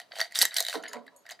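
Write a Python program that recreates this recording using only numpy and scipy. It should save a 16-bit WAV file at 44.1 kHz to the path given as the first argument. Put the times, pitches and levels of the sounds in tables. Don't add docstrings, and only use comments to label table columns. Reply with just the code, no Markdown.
import sys
import numpy as np
from scipy import signal
from scipy.fft import rfft, irfft
from scipy.io import wavfile

SR = 44100
rng = np.random.default_rng(int(sys.argv[2]) if len(sys.argv) > 2 else 0)


def wav_out(sig):
    wavfile.write(sys.argv[1], SR, np.round(np.clip(np.atleast_2d(sig).T, -1, 1) * 32767).astype(np.int16))


def rack_gain(trim_db):
    fader = np.asarray(trim_db, float)
    return 10 ** (fader / 20)


N = 61739
TAIL = 8192

# pitch [Hz], level [dB], t60 [s].
GLOBE = [(1683, -2.5, 0.029), (1880, 4, 0.019), (2050, -23.5, 0.03), (3110, -8, 0.069), (3882, 5, 0.017),
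         (4012, 0.5, 0.019), (4500, 7, 0.02), (4540, -21.5, 0.013), (1144, -19, .012)]
GLOBE_LOW_HZ = 483


def curve(points, at):
    hz, db = np.array(points, float).T
    return np.interp(np.log(at + 1), np.log(hz), db)


def thin(x, low_hz):
    return signal.sosfilt(signal.butter(N=6, Wn=low_hz, btype="high", fs=SR, output="sos"), x)


def ring(hz, db, t60, turn):
    bloom_s = 0.00041
    t = np.arange(min(TAIL, int(1.2 * t60.max() * SR))) / SR
    sines = np.sin(2 * np.pi * (hz[:, None] * t + turn[:, None]))
    decays = np.exp(-np.log(1000) * t / t60[:, None])
    y = (rack_gain(db)[:, None] * sines * decays).sum(0)
    y = y * (1 - np.exp(-(t / bloom_s) ** 2))
    return y / np.abs(y).max()


def cluster(modes, chance, detune, scatter_db):
    hz, db, t60 = np.repeat(np.array(modes), 3, axis=0).T
    pitch_draw, level_draw = chance[:, :len(hz)]
    return ring(hz * (1 + detune * pitch_draw), db + scatter_db * level_draw, t60, 0 * hz)


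def strike(body, noise, rise_s, fall_s):
    t = np.arange(len(noise)) / SR
    scrape = noise * (1 - np.exp(-t / rise_s)) * np.exp(-t / fall_s)
    y = signal.fftconvolve(scrape, body)
    return y / np.abs(y).max()


def add(out, s, y):
    i = int(s * SR)
    out[i:i + len(y)] += y[:N - i]


def globe(chance, own_hz, own_db=12):
    # pitch [Hz], level [dB], t60 [s].
    cavity_modes = [(678.8, -4, 0.096), (756, 8.5, 0.0098)]
    detune, scatter_db = 0.032, 3
    own_t60_s, shell_t60_s = 0.016, 0.007
    draws = chance.reshape(6, -1)
    count = draws.shape[1]
    is_own = np.arange(count) // 3 == len(GLOBE)
    draws = draws * np.where(is_own, 0.3, 1)
    wall = cluster(GLOBE + [(own_hz, own_db, own_t60_s)], draws[:2], detune, scatter_db)
    cavity = cluster(cavity_modes, draws[2:4], detune, scatter_db)
    shell_hz = np.geomspace(5300, 15170, num=count)
    shell_db = np.linspace(0, -4.5, count) + scatter_db * draws[5]
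    shell = ring(shell_hz * (1 + detune * draws[4]), shell_db, shell_t60_s + 0 * shell_hz, draws[0])
    return thin(wall, 787), cavity, shell


def knocks():
    # start [s], peak [dB], strongest ring [Hz], cavity bass [dB], shell treble [dB].
    lift_knocks = [(0.1176, -33.5, 1980, -11.5, -35), (0.1349, -44, 1620, 11.5, -43),
                   (0.155, -27.5, 3330, -37, -31.5), (0.164, -29, 3140, -0.5, -37),
                   (0.1853, -24.5, 1790, -2, -8.5), (0.1952, -19, 1830, -3, -35),
                   (0.2031, -11.5, 1950, -29, -12.5), (0.2127, -7, 4500, -12, -18),
                   (0.2544, -32.5, 1980, -2.5, -23), (0.3094, -37, 2030, -28, -17.5),
                   (0.3213, -31, 1890, -28.5, -12.5)]
    shake_knocks = [(0.3431, -32, 4500, -48.5, -20), (0.3541, -17, 3550, -59, -10),
                    (0.3563, -13, 3650, -28, -25), (0.3729, -21.5, 3400, -26.5, -7.5),
                    (0.3881, -9.5, 4800, -49.5, -4), (0.414, -1, 4090, -25.5, -14),
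                    (0.4189, -1.5, 5356, -41, -7), (0.4243, -11, 4520, -41.5, 0),
                    (0.4281, -23, 1960, 8, 6.5), (0.4375, -30, 4300, -22, 1.5),
                    (0.452, -9.5, 1880, -33.5, -5), (0.4075, -15.5, 5700, -40.5, -11),
                    (0.5418, -21.5, 4430, -44, -8)]
    tumble_knocks = [(0.5644, -11, 4190, -17, -16.5), (0.5668, -25.5, 1970, -42, 8),
                     (0.5703, -19.5, 4150, -41, 1.5), (0.583, -10, 4040, -55, -10.5),
                     (0.5933, -22, 4530, -55, -10.5), (0.6034, -11, 4160, -16, -6.5),
                     (0.6247, -33, 3730, -37, 6.5), (0.6491, -18, 3930, -45, -14),
                     (0.6649, -16.5, 3930, -42, -15), (0.6838, -14.5, 4440, -24, -11.5),
                     (0.696, -18.5, 3760, -35, -12.5), (0.706, -22, 4060, -38, -20.5),
                     (0.7271, -19.5, 1600, -17, -22), (0.7533, -20.5, 4120, -2.5, -27.5)]
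    settle_knocks = [(0.8353, -26.5, 1880, -9, -18), (0.8446, -31, 1830, -29, -34),
                     (0.8534, -26, 1820, -13, -51), (0.8597, -31, 1700, -20, -57),
                     (0.9315, -25, 1760, -9, -17.5), (1.0645, -41.5, 1973, -15.5, -16),
                     (1.078, -35.5, 1670, -20.5, -39.5), (1.2524, -41, 1780, -5.5, -30),
                     (1.263, -33.5, 1890, -38.5, -19.5), (1.2893, -30.5, 1775, -12, -14),
                     (1.2958, -34, 1813, -39.5, -13), (1.3066, -29.5, 1940, -31, -10),
                     (1.3134, -40, 2085, 7.5, -19), (1.3169, -29, 4830, -27, -16),
                     (1.3904, -38, 1810, -11.5, -33.5)]
    ball_db, cavity_db, shell_db = -5, -2, 8.5
    hard = (12, 0.0008)
    soft = (18.5, 0.0023)
    out = np.zeros(N)
    for events, (own_db, contact_s) in ((lift_knocks, hard), (shake_knocks, hard),
                                        (tumble_knocks, hard), (settle_knocks, soft)):
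        for s, db, hz, low_db, high_db in events:
            bodies = globe(rng.standard_normal(180), hz, own_db)
            noise = rng.standard_normal(720)
            for body, rel_db in zip(bodies, (0, low_db + cavity_db, high_db + shell_db)):
                hit = strike(body, noise, rise_s=0.0012, fall_s=contact_s)
                add(out, s, rack_gain(db + ball_db + rel_db) * hit)
    return out


def rebounds():
    # start [s], peak [dB], ring [Hz].
    rebound_events = [(.001, -48.5, 700), (.022, -62, 690), (.3645, -30, 1900), (.3745, -37.5, 1900),
                      (.4035, -31, 1600), (.4395, -28, 1850), (.4465, -28, 1950), (.4645, -50.5, 1950),
                      (.4715, -41.5, 1950), (.4785, -37.5, 1950), (.5085, -32, 3900), (.5168, -33, 1850),
                      (.5225, -38, 1750), (.5275, -37, 1850), (.5325, -38.5, 1950), (.557, -41.5, 1750),
                      (.568, -25.5, 1950), (.5735, -35, 1950), (.5795, -36.5, 1900), (.5915, -38, 1900),
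                      (.597, -50, 1950), (.6155, -41, 1950), (.838, -37, 2960), (.8545, -45, 2960),
                      (.862, -35.5, 2960), (1.063, -56, 3070), (1.077, -46.5, 3880), (1.262, -47.5, 4900),
                      (.119, -41.5, 3230), (.118, -33, 1980), (.586, -35, 665), (.596, -41, 665),
                      (.607, -28.5, 665), (.685, -33, 665), (.696, -37, 665), (.868, -47, 1850),
                      (.877, -36.5, 2070), (.887, -47.5, 1790), (.9, -47, 1820), (.914, -41.5, 1716),
                      (.884, -50, 4980), (.944, -36, 2000), (.955, -41, 2040), (.967, -41.5, 2160),
                      (1.086, -49.5, 1880), (1.272, -53, 1800), (1.281, -45, 1730), (1.31, -31.5, 6800),
                      (1.298, -34.5, 3030), (0.111, -45.5, 700), (0.174, -36, 3200), (.2, -25, 3200),
                      (.348, -32, 3300), (0.379, -31.5, 3300)]
    ring_t60_s, rest_db = 0.022, -17.5
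    out = np.zeros(N)
    for s, db, hz in rebound_events:
        modes = [(hz, 0, ring_t60_s)] + [(f, d + rest_db, t60) for f, d, t60 in GLOBE]
        body = cluster(modes, rng.standard_normal((2, 30)), detune=0.012, scatter_db=1.9)
        hit = strike(body, rng.standard_normal(440), rise_s=0.0002, fall_s=0.0017)
        add(out, s, rack_gain(db) * hit)
    return out


def ticks():
    # time [s], tick level [dB].
    stir = [(0, -53.5), (0.098, -83), (0.112, -61.5), (0.206, -42), (0.296, -64.5), (0.344, -58),
            (0.352, -38), (0.426, -37.5), (0.501, -64.5), (0.572, -40), (.65, -48.5), (0.747, -42.5),
            (0.819, -64), (.90, -62), (.95, -56.5), (1.02, -77.5), (1.241, -87.5), (1.318, -48)]
    still_db = -103.5
    rate, spots = 5000, 6
    spread_db = 2.6
    s, db = np.array(stir + [(N / SR, still_db)]).T
    db = np.interp(np.arange(N) / SR, s, db)
    calm_db = db.max() - db
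    cavity_gain = rack_gain(-16 + 0.42 * calm_db)
    shell_gain = rack_gain(0.5 - 0.49 * calm_db)
    out = np.zeros(N)
    for spot in range(spots):
        struck = rng.random(N) < rate / spots / SR
        hits = struck * rack_gain(spread_db * rng.exponential(size=N)) * rng.standard_normal(N)
        hits = hits / np.sqrt(rate / SR) / rack_gain(spread_db) * rack_gain(db)
        bodies = globe(rng.standard_normal(180), GLOBE[spot + 1][0])
        wall, cavity, shell = (signal.fftconvolve(hits, b / np.sqrt(np.sum(b ** 2)))[:N] for b in bodies)
        out = out + wall + cavity_gain * cavity + shell_gain * shell
    return out


def base_thuds():
    # start [s], peak [dB], rocking time [s].
    thuds = [
        (.731, -37.5, 0.016),
        (.785, -52, 0.021),
        (.825, -58.5, 0.019),
        (.875, -57, 0.041),
        (.928, -40, 0.031),
        (1.0, -56.5, 0.026),
        (1.041, -59.5, 0.031),
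        (1.111, -65.5, 0.049),
    ]
    # pitch [Hz], level under front edge [dB], under back edge [dB], t60 [s].
    table_modes = [(183, -13, -17, 0.039), (252.2, -21, -5.5, 0.054), (323.7, 0.5, -14, 0.055),
                   (448.2, 4, -3.5, 0.044), (563.5, 0.5, 1, 0.06), (665, 3, -9, 0.078),
                   (750, 3, -0.5, 0.05), (867, -1, -8, 0.026), (974, 3.5, 2, 0.036),
                   (1131, -2.5, -11, 0.037), (1377, 0.5, -15.5, 0.034)]
    landings, back_edge_s = (0, 4), 0.9
    late_cycles = 4.0
    out = np.zeros(N)
    for i, (s, peak_db, rock_s) in enumerate(thuds):
        noise = rng.standard_normal(8000)
        for k, (hz, front_db, back_db, t60) in enumerate(table_modes):
            db = back_db if s > back_edge_s else front_db
            if i not in landings:
                db += 4.5 * noise[k]
            chance = noise[6 * k:6 * k + 6].reshape(2, 3)
            body = cluster([(hz, 0, t60)], chance, detune=0.022, scatter_db=3.3)
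            hit = strike(body, noise, rise_s=0.0074, fall_s=rock_s)
            add(out, s + late_cycles / hz, rack_gain(peak_db + db) * hit)
    return thin(out, 190)


def lever():
    # start [s], peak [dB].
    clicks = [
        (.825, -42.5),
        (.881, -33),
        (.891, -38.5),
        (0.897, -51),
        (.906, -48),
        (0.914, -73),
        (0.931, -29.5),
        (1.231, -80),
    ]
    # pitch [Hz], level [dB], t60 [s].
    lever_modes = [(3000, -8, .03), (4300, -8, .025), (4880, -4, .035), (6720, 0, .035), (9730, -8, .03),
                   (12500, -13, .025)]
    spring_modes = [(4366, -14, .3), (6702, -2, .2), (7058, -7, .11), (8107, -5, .17), (8468, -4, .13),
                    (10930, -3, .1), (11410, -2, .2)]
    pluck_s, pluck_db = 1.1623, -47
    out = np.zeros(N)
    for s, peak_db in clicks:
        noise = rng.standard_normal(400)
        body = cluster(lever_modes, noise[:60].reshape(2, -1), detune=0.012, scatter_db=2)
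        add(out, s, rack_gain(peak_db) * strike(body, noise, rise_s=0.0004, fall_s=0.0015))
    spring = cluster(spring_modes, rng.standard_normal((2, 30)), detune=0.006, scatter_db=0.55)
    add(out, pluck_s, rack_gain(pluck_db) * spring)
    return thin(out, GLOBE_LOW_HZ)


def jolts():
    # start [s], peak [dB], push time [s].
    jolt_events = [(.1955, -40, .00012), (0.204, -38, .00012), (.2135, -44, .00025), (.372, -66, .0015),
                   (.389, -27, .00013), (0.4145, -27, .00017), (.42, -36, .0005), (.453, -30, .00017),
                   (0.565, -66, 0.001), (.9350, -70, 0.003)]
    out = np.zeros(N)
    for s, db, push_s in jolt_events:
        t = np.arange(TAIL) / SR / push_s
        add(out, s, rack_gain(db) * t * (2 - t) * np.exp(1 - t))
    return out


def hush():
    # frequency [Hz], density [dB per Hz].
    hush_colour = [(30, -31), (120, -2), (600, 4), (1900, -6.5), (4500, -11.5), (16000, -22)]
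    f = np.fft.rfftfreq(N, 1 / SR)
    x = irfft(rfft(rng.standard_normal((3, N))) * rack_gain(curve(hush_colour, f)), N)
    return rack_gain(-71) * (x[0] + 1.7 * x[1:]) / x.std()


def ducking(near):
    depth, recover_s = 93, 0.2
    k = 1 / recover_s / SR
    return 1 + depth * signal.lfilter([k], [1, k - 1], np.abs(near))


def room(near):
    t60_s, smear_t60_s = 0.15, 0.0057
    t = np.arange(2 * TAIL) / SR
    tail = rng.standard_normal((4, len(t))) * np.exp(-np.log(1000) * t / t60_s) * (t > 0.004)
    smear = tail[3] * np.exp(-np.log(1000) * t / smear_t60_s)
    width, top_hz = 0.61, 7240
    tail = signal.lfilter(*signal.butter(1, top_hz, fs=SR), tail[0] + width * tail[1:3])
    tail = tail / np.sqrt(np.sum(tail[0] ** 2))
    wet = near + rack_gain(-13) * signal.fftconvolve(near[None], tail)[:, :N]
    return wet, smear / np.sqrt(np.sum(smear ** 2))


def ports(wet, smear):
    # frequency [Hz], left minus right [dB].
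    port_db = [(60, 5), (150, -6.5), (1200, -1.1), (2500, -0.2), (8000, -1.5)]
    # frequency [Hz], level [dB].
    apart_db = [(60, -6.5), (250, -5), (500, -8), (1000, -21), (4000, -25), (12000, -8)]
    f, sign = np.fft.rfftfreq(N, 1 / SR), np.array([[1], [-1]])
    apart = rack_gain(curve(apart_db, f)) * rfft(smear, N)
    balance = rack_gain(sign * curve(port_db, f) / 2)
    return irfft(rfft(wet) * balance * (1 + sign * apart), N)


def scene():
    toy = thin(knocks() + rebounds() + ticks(), GLOBE_LOW_HZ)
    near = toy + base_thuds() + lever() + jolts()
    return ports(*room(near)) + hush() / ducking(near)


def band_limit(x):
    return signal.sosfilt(signal.butter(12, 16810, fs=SR, output="sos"), x)


def record(dry):
    dry = signal.sosfilt(signal.butter(N=2, Wn=[45, 14500], btype="band", fs=SR, output="sos"), dry)
    ceiling = 1.1
    mix = ceiling * np.tanh(dry / ceiling)
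    return band_limit(mix)


dry = scene()
out = record(dry)
wav_out(out)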